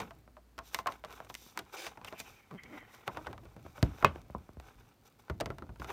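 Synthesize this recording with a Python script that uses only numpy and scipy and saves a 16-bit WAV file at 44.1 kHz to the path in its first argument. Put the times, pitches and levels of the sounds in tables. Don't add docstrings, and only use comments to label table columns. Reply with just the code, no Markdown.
import sys
import numpy as np
from scipy import signal
from scipy.fft import rfft, irfft, next_fast_len
from scipy.io import wavfile
from scipy.ndimage import map_coordinates

SR = 44100
rng = np.random.default_rng(int(sys.argv[2]) if len(sys.argv) > 2 else 0)


def wav_out(sig):
    wavfile.write(sys.argv[1], SR, np.round(np.clip(np.atleast_2d(sig).T, -1, 1) * 32767).astype(np.int16))


N = 261407

# f/Hz, t60/s
ROOM_DECAY = [(100, 0.34), (400, 0.12), (1500, 0.29), (4000, .24), (12000, 0.17)]
# t/s, level/dB
HAND_ACTIVITY = [(0.0, -46), (0.33, -82), (0.58, -104), (0.99, -62.5), (1.32, -63.5), (1.83, -56),
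                 (1.98, -56), (2.46, -64), (2.66, -57.5), (3.65, -58), (3.93, -56.5), (5.12, -63),
                 (5.42, -64.5), (5.93, -72)]


def amp(db):
    return 10 ** (np.asarray(db) / 20)


def unit(x):
    return x / np.sqrt(np.mean(x ** 2) + 1e-20)


def along(points, hz):
    f, v = np.transpose(points)
    return np.interp(np.log(hz + 1), np.log(f + 1), v)


def automation(points):
    return np.interp(np.arange(N) / SR, *np.transpose(points))


def wobble(rate):
    return map_coordinates(rng.standard_normal(int(N * rate / SR) + 4), [np.arange(N) * rate / SR])


def gesture(middle_s, length_s):
    return np.exp(-4 * ((np.arange(N) / SR - middle_s) / length_s) ** 2)


def filtered(x, response):
    size = next_fast_len(N + SR // 2)
    return irfft(rfft(x, size) * response(np.fft.rfftfreq(size, 1 / SR)), size)[:N]


def coloured(x, spectrum):
    return unit(filtered(x, lambda hz: amp(along(spectrum, hz))))


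def resonance(f, hz, width):
    return 1j * f * width / (hz * hz - f * f + 1j * f * width)


def causal(gain):
    cepstrum = irfft(np.log(np.maximum(gain, 1e-6)))
    half = len(cepstrum) // 2
    return np.exp(rfft(np.r_[cepstrum[0], 2 * cepstrum[1:half], np.zeros(half)]))


def tail(t60s, size):
    hz, t, noise = signal.stft(rng.standard_normal(size), SR, nperseg=128)
    decay = amp(-60 * t / along(t60s, hz)[:, None])
    echoes = signal.istft(noise * decay, SR, nperseg=128)[1][:size]
    return echoes / np.linalg.norm(echoes)


def ring(modes, t, spread_db):
    return sum(amp(db + spread_db * rng.standard_normal() - 60 * t / t60) * np.sin(2 * np.pi * hz * t)
               for hz, db, t60 in modes)


def friction(grain_db, rate):
    return rng.standard_normal(N) * amp(grain_db * np.clip(wobble(rate), -2, 2))


def room_tone(level_db=-69.5):
    # f/Hz, level/dB
    air_eq = [(65, -36.5), (110, -18), (210, -10.5), (243, -5), (264, -11.5), (392, -17), (1870, -26),
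              (3800, -32), (4220, -29), (5760, -34), (16000, -37)]
    return amp(level_db) * coloured(rng.standard_normal(N), air_eq)


def hum(settled_hz=56.3, sag_hz=4.46, sag_s=0.446, level_db=-64, stop_s=1.44, fade_s=0.028):
    t = np.arange(N) / SR
    hz = settled_hz + sag_hz * np.exp(-t / sag_s)
    release = np.exp(-np.maximum(t - stop_s, 0) / fade_s)
    return amp(level_db) * release * unit(np.sin(2 * np.pi * np.cumsum(hz) / SR))


def camera_rumble():
    # t/s, level/dB
    handling = [(0.0, -52.5), (0.4, -76), (0.99, -66.5), (1.62, -73), (2.62, -64), (3.05, -70.5),
                (3.2, -56), (4.0, -58), (4.94, -65.5), (5.3, -70), (5.48, -48), (5.93, -58)]
    # f/Hz, level/dB
    rumble_eq = [(12, -42), (24, -22), (40, 3.5), (70, -2), (110, 3), (200, -12.5), (340, -12.5),
                 (550, -19), (900, -27.5), (1500, -78.5)]
    return amp(automation(handling)) * coloured(friction(grain_db=2.5, rate=18), rumble_eq)


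def tray_taps(size=16384):
    # t/s, strength/dB, weight/dB, hardness/dB, panel f/Hz, free ringing/dB
    contacts = [(.0016, -8.5, -2, 7, 945, 5), (0.0165, -17, 3, 8, 660, 1),
                (0.108, -9.5, -32, -5, 680, -1.5), (0.277, -12.5, 5, -17, 570, -9),
                (0.3681, -13.5, -7, -13, 620, -2), (0.58, -10, -1, 2.5, 690, 3),
                (.589, 5, -27, -3, 1100, -11.5), (.7457, 4.5, -10, 15, 2200, -5.5),
                (0.7887, 4, -10, 0, 1060, -6.5), (.8599, 7, -14, -21, 695, -2.5),
                (.8702, 9.5, -31, -1.5, 1000, -4), (0.8736, 9.5, -24, -4.5, 1060, -8.5),
                (0.8869, 2, -11.5, -15, 1040, -1.5), (.9218, -15.5, -8, 14.5, 1050, -3),
                (1.0391, 2.5, -7, -14, 630, -10.5), (1.0482, -11.5, -1, 8.5, 1140, -1),
                (1.1073, -13, -10, 3, 1010, -11), (1.1266, -15, -4, 12, 1040, -10),
                (1.2026, 1.5, -8, -16, 630, -15), (1.248, -26, 17, 15, 800, -4), (1.3, -4, 4, -2, 960, -11),
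                (1.3423, -19.5, -19, 25.5, 2000, -11), (1.3512, -8.5, -20, 18, 2100, -14),
                (1.4641, -21.5, 14, -11, 600, -13), (1.575, 3, -24, 9, 970, -10.5),
                (1.5907, -7, 4.5, 17.5, 1460, -4), (1.866, -7.5, -8.5, 6.5, 2330, 3.5),
                (1.9734, -10.5, 0, -8.5, 940, -1), (2.0143, -16.5, 5, -4, 1000, -3),
                (2.0467, -16, 0, 12.5, 1260, 5), (2.0837, -24, 3, 15, 2180, 4),
                (2.1258, -2.5, -5, -6.5, 620, -2.5), (2.201, -13.5, 4.5, 19.5, 2400, 2),
                (2.5114, -12.5, 6, -7, 1170, -2), (2.6353, -26, 11, 18.5, 2000, 1),
                (2.828, -16, 6, -18, 1930, -12), (2.9482, -20.5, 7, 13, 790, -10),
                (3.0781, 8.5, -4, -5, 1000, -5.5), (3.1717, 0, -1, -6, 950, -4.5),
                (3.18, -15, -8, -26, 640, 5), (3.2689, -4, 4, -6.5, 1480, 2.5),
                (3.3298, -5, -3, -6, 730, -5), (3.3791, -14.5, 10, -2.5, 1000, -3.5),
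                (3.4535, -20, 16.5, -4, 1170, -0.5), (3.5649, -15.5, 24.5, -1, 630, -7.5),
                (3.6504, -21.5, 25, -16.5, 640, -4), (3.6639, -5.5, 10, -20, 600, -25),
                (3.7797, -8.5, 5.5, -9.5, 600, -4), (3.8279, 13.5, 26.5, 1.5, 278.7, -16),
                (3.9848, -5.5, -13, -19, 760, -15), (4.0256, 5.5, -3.5, -14, 620, -1),
                (4.0468, 9.5, 11, 8, 569, -4.5), (4.077, -9.5, 3.5, -9, 1100, -16.5),
                (4.1587, -1.5, 12, -16.5, 720, -11), (4.217, -28.5, 4, 17.5, 970, -25),
                (4.2997, -9.5, 22.5, -23, 590, -16.5), (4.3485, 6, 16.5, -56, 1000, -16.5),
                (4.4909, -11, 21, -26, 620, -24), (4.5698, -16.5, 32, -14, 1020, -15),
                (4.5996, -10, 4.5, 4, 680, -11.5), (5.282, -20, -2, -8.5, 1500, 0),
                (5.2985, -5.5, 18, 0.5, 1380, 1), (5.4015, -7, -4, 4, 570, 7.5),
                (5.4085, -0.5, 12, 7.5, 690, 1), (5.4591, -1, 9.5, 2, 620, -3),
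                (5.5033, -2, 9.5, -7.5, 1380, -3.5), (5.5843, -7.5, 6.5, 1.5, 1400, -7.5),
                (5.6228, -7, 18, -12, 1350, -7.5), (5.667, -24, 0, -2, 1400, -9),
                (5.6925, -13.5, 17.5, -13, 1400, -4), (5.759, -21.5, 6, -1, 1430, -3.5),
                (5.7983, -18.5, 26, 10.5, 1080, 1), (5.819, 4.5, -22, -20, 1430, -13),
                (5.8451, -9.5, 11, 6, 1380, -3), (5.9026, -3.5, -14, -2, 1340, -2.5)]
    # f/Hz, level/dB
    force_eq = [(12, -64.5), (30, -22.5), (62, 0), (120, -3.5), (350, -2.5), (1050, 0.5), (2700, -8.5),
                (7500, -22), (15500, -30.5)]
    # f/Hz, share
    weight_share = [(80, 1), (350, 0.58), (950, 0.016)]
    # f/Hz, share
    hardness_share = [(1200, 0.019), (2700, 0.61), (7500, 1)]
    # f/Hz, level/dB, t60/s
    tray_modes = [(147, -11.5, .2), (194.7, -1.5, 0.082), (265.5, -6.5, 0.05), (344, -11, 0.05),
                  (408, -3, 0.063), (618, -2.5, 0.11), (668, 3.5, 0.13), (907, -7.5, 0.092),
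                  (1195, 1.5, 0.046), (1290, -5.5, 0.11), (1868, -1.5, 0.092), (2060, -1, 0.15),
                  (2340, -5.5, 0.041), (2540, -5, 0.073), (2936, 5, 0.049), (3330, -3, .08),
                  (3370, 1, 0.03), (4615, -0.5, 0.05)]
    edge_decay = [(100, 0.32), (300, 0.12), (600, 0.11), (2000, 0.038), (6000, 0.031), (14000, 0.013)]
    shudder_db, shudder_rise_s, shudder_t60_s = -7, 0.03, 0.42
    t, f = np.arange(size) / SR, np.fft.rfftfreq(size, 1 / SR)
    fade = np.minimum(1, 2 - 2 * np.arange(size) / size) ** 2
    force_db, bass, treble = along(force_eq, f), along(weight_share, f), along(hardness_share, f)
    dispersion = np.exp(-2j * np.pi * 0.7954 * np.log(1 + f / 45))
    chirp = amp(-1.5 + along([(1500, -3.1), (4000, -2), (10000, -1)], f)) * dispersion
    scatter_gain = amp(along([(800, -16), (3000, -7.5), (10000, -9)], f))
    out = np.zeros(N + 2 * size)
    for s, db, weight_db, hardness_db, panel_hz, ring_db in contacts:
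        panel = 0.68 + 1.16 * np.abs(resonance(f, panel_hz, width=0.056 * panel_hz))
        strike = causal(amp(db + force_db + weight_db * bass + hardness_db * treble) * panel)
        scatter = rfft(tail([(1000, 0.019), (14000, 0.006)], size)) * scatter_gain
        edges = tail(edge_decay, size)
        modes = ring(tray_modes, t, spread_db=-2.5) * (1 - np.exp(-t / 0.002))
        ringing = amp(ring_db) * (edges + amp(-47.5) * modes)
        rocking_envelope = (1 - np.exp(-t / shudder_rise_s)) * amp(-60 * t / shudder_t60_s)
        rocking = rng.standard_normal(size) * rocking_envelope
        rocking /= np.linalg.norm(rocking)
        shudder = amp(shudder_db + ring_db) * rfft(rocking) * resonance(f, hz=95, width=55)
        reverb = amp(-20.5) * tail(ROOM_DECAY, size) * (1 - np.exp(-t / 0.0081))
        hit = irfft(strike * (chirp + scatter + shudder + rfft(ringing + reverb)))
        out[round(s * SR):][:size] += hit * fade
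    return out[:N]


def rubbing():
    # middle t/s, length/s, scrape level/dB, hiss level/dB
    strokes = [(.01, 0.05, -43.5, -60), (0.678, 0.075, -65, -60.5), (0.748, 0.049, -50, -54),
               (0.793, 0.037, -54, -57), (0.917, 0.09, -53, -64), (1.142, 0.13, -52.5, -63.5),
               (1.301, 0.019, -52, -58), (1.433, 0.2, -84, -60), (1.571, 0.03, -50, -75),
               (1.746, 0.034, -48, -52.5), (2.075, 0.026, -59, -58.5), (2.201, 0.032, -61, -50.5),
               (2.268, 0.23, -60.5, -64), (2.775, 0.044, -54, -67), (2.943, 0.05, -58.5, -65),
               (3.075, 0.02, -45.5, -62), (3.135, 0.062, -57, -68), (3.172, 0.012, -47, -72),
               (3.264, 0.0084, -49, -79), (3.778, 0.051, -53, -64), (3.844, 0.047, -54, -66.5),
               (4.008, .06, -54, -65), (4.801, 0.047, -65, -74), (5.068, 0.032, -60, -65),
               (5.2, 0.018, -61.5, -68), (5.825, 0.049, -54, -61.5), (5.909, 0.076, -45.5, -57.5)]
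    # f/Hz, level/dB
    scrape_eq = [(180, -58.5), (300, -11), (424, -3), (787, 0), (906, -3), (1210, -7), (1340, -0.5),
                 (1680, -11), (2560, -12), (4000, -21.5), (5200, -54.5), (8800, -120)]
    # f/Hz, level/dB
    hiss_eq = [(1060, -39), (1800, -7.5), (2430, -8), (3260, -3.5), (3710, -2.5), (4970, -7.5), (5490, 0),
               (6960, -7), (9080, -11), (10300, -13), (11300, -9), (14500, -10), (15300, -16),
               (16000, -21.5)]
    rustle = amp(automation(HAND_ACTIVITY) + 5 * wobble(rate=12))
    scrape_gain, hiss_gain = amp(-8) * rustle, amp(-18.5) * rustle
    for s, length, scrape_db, hiss_db in strokes:
        speed = gesture(s, length)
        scrape_gain = np.hypot(scrape_gain, amp(scrape_db) * speed)
        hiss_gain = np.hypot(hiss_gain, amp(hiss_db) * speed)
    scrape = coloured(friction(grain_db=4.5, rate=140), scrape_eq)
    hiss = coloured(friction(grain_db=5, rate=4700), hiss_eq)
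    return scrape_gain * scrape + hiss_gain * hiss


def judder():
    # middle t/s, length/s, slip rate/Hz, raggedness 0-1, level/dB
    groans = [(0.025, 0.12, 195, .2, -49.5), (1.467, 0.011, 214, 0.35, -58.5),
              (1.595, 0.049, 315, .15, -50), (2.545, 0.046, 180, 0.17, -42.5),
              (2.697, 0.1, 247, .25, -55.5), (2.746, 0.067, 275, .2, -47.5), (2.823, .03, 297, 0.15, -57),
              (3.193, 0.074, 310, .05, -50.5), (3.307, 0.032, 344, 0.22, -49),
              (3.437, 0.014, 330, .15, -52)]
    sheet_eq = [(40, -27), (130, 8), (190, 9), (300, 1), (430, -1.5), (700, -8), (1300, -14.5),
                (3000, -30), (9000, -41)]
    out = np.zeros(N)
    for s, length, rate, ragged, db in groans:
        slip_count = np.floor(np.cumsum(rate * (1 + ragged * wobble(250))) / SR)
        slips = np.diff(slip_count, prepend=0) * amp(2 * wobble(200))
        out += amp(db) * gesture(s, length) * coloured(slips, sheet_eq)
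    return out


def crinkle(pops_per_s=35, decay_s=0.00084):
    # f/Hz, level/dB
    crisp_eq = [(800, -28), (2500, -2.5), (6000, -4), (10000, -8.5), (14000, -7), (16000, -2)]
    hands_db = automation(HAND_ACTIVITY)
    level_db = -81.5 + 0.28 * (hands_db - hands_db.mean())
    pops = (rng.random(N) < pops_per_s / SR) * amp(2.7 * np.clip(rng.standard_normal(N), -2, 2))
    bursts = signal.lfilter([1], [1, -np.exp(-1 / (SR * decay_s))], pops)
    return amp(level_db) * coloured(bursts * rng.standard_normal(N), crisp_eq)


def card_swipe(start_s=1.765, end_s=1.876, attack_s=0.0023, release_s=0.017):
    # f/Hz, level/dB
    foil_eq = [(120, -60), (200, -25), (278, -26), (340, -6.5), (380, -16), (509, -1), (1160, -16.5),
               (1270, -9), (1980, -10), (2250, -9.5), (5940, -15), (7970, -21), (13800, -29), (16000, -28)]
    t = np.arange(N) / SR
    attack = np.clip((t - start_s) / attack_s, 0, 1)
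    level_db = -46.5 + 2 * (np.minimum(t, end_s) - start_s)
    release = np.exp(-np.maximum(t - end_s, 0) / release_s)
    return attack * amp(level_db) * release * coloured(friction(grain_db=3.5, rate=1900), foil_eq)


def noise_band(phase, width):
    return unit(wobble(width) * np.cos(phase) + wobble(width) * np.sin(phase))


def edge_squeak(edge_hz=3080):
    # middle t/s, length/s, f/Hz, relative level/dB
    squeaks = [(2.082, 0.019, 2727, -48.5), (2.193, 0.059, 2393, -52), (2.266, 0.042, 2510, -55.5),
               (2.372, 0.18, 2390, -64), (2.595, 0.043, 2010, -54), (2.677, 0.23, 2118, -61.5),
               (2.8, 0.087, 2010, -59), (2.91, 0.26, 2037, -64.5)]
    hz = automation([(s, pitch) for s, _, pitch, _ in squeaks])
    spurts = sum(amp(db) * gesture(s, length) for s, length, _, db in squeaks)
    phase = 2 * np.pi * np.cumsum(hz * (1 + 0.018 * wobble(45))) / SR
    edge = noise_band(2 * np.pi * edge_hz * np.arange(N) / SR, width=380)
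    rasp = noise_band(phase, width=400) + amp(-4) * noise_band(0.9 * phase, width=1700)
    flutter = amp(-2.5 + 2.7 * wobble(82))
    return spurts * flutter * (rasp + amp(-11.5) * edge)


def camera_landing(size=22050):
    # t/s, gain/dB
    landings = [(4.0465, -1)]
    # f/Hz, level/dB, t60/s
    knock_modes = [(80, -31.5, 0.39), (148, -27, 0.18), (298, -31.5, 0.061), (420, -22, 0.075),
                   (622, -11.5, 0.027), (920, -34, .1), (1100, 1.5, 0.0091), (1127, -29.5, 0.095),
                   (1500, -34, 0.12), (1766, -31.5, 0.087), (2100, -25.5, 0.053), (2530, -19.5, 0.045)]
    rattle_eq = [(150, -22), (500, 1.5), (1700, 2), (3000, 3), (6000, -22), (14000, -38.5)]
    t, f = np.arange(size) / SR, np.fft.rfftfreq(size, 1 / SR)
    knock = ring(knock_modes, t, spread_db=1.5) * (1 - np.exp(-t / 0.0004))
    reverb = amp(-24) * signal.fftconvolve(knock, tail(ROOM_DECAY, size))[:size]
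    rattle = tail([(500, 0.22), (4000, 0.13)], size) * (1 - np.exp(-t / 0.0014))
    rattle = irfft(rfft(rattle) * amp(along(rattle_eq, f)), size)
    fade = np.minimum(1, 2 - 2 * np.arange(size) / size)
    out = np.zeros(N + 2 * size)
    for s, db in landings:
        out[round(s * SR):][:size] += amp(db) * (knock + reverb + rattle * fade)
    return out[:N]


def plastic_walls(x):
    # delay/s, gain
    echoes = [(.00082, 0.28), (.00151, -.22), (.00263, .2), (.0043, -0.16)]
    return filtered(x, lambda f: 1 + sum(gain * np.exp(-2j * np.pi * f * s) for s, gain in echoes))


def scene():
    hits = tray_taps() + camera_landing()
    rustles = plastic_walls(rubbing() + card_swipe() + crinkle())
    return (hits + rustles + edge_squeak() + judder() + camera_rumble() + hum() + room_tone())[None]


def record(dry, top_hz=16300):
    # f/Hz, level/dB
    mic_eq = [(20, -15), (45, 0), (9000, -0.5), (10400, -2), (12000, -0.5), (15000, 3), (16300, -9.5)]
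    return np.array([filtered(x, lambda hz: amp(along(mic_eq, hz)) * (hz < top_hz)) for x in dry])


dry = scene()
out = record(dry)
wav_out(out)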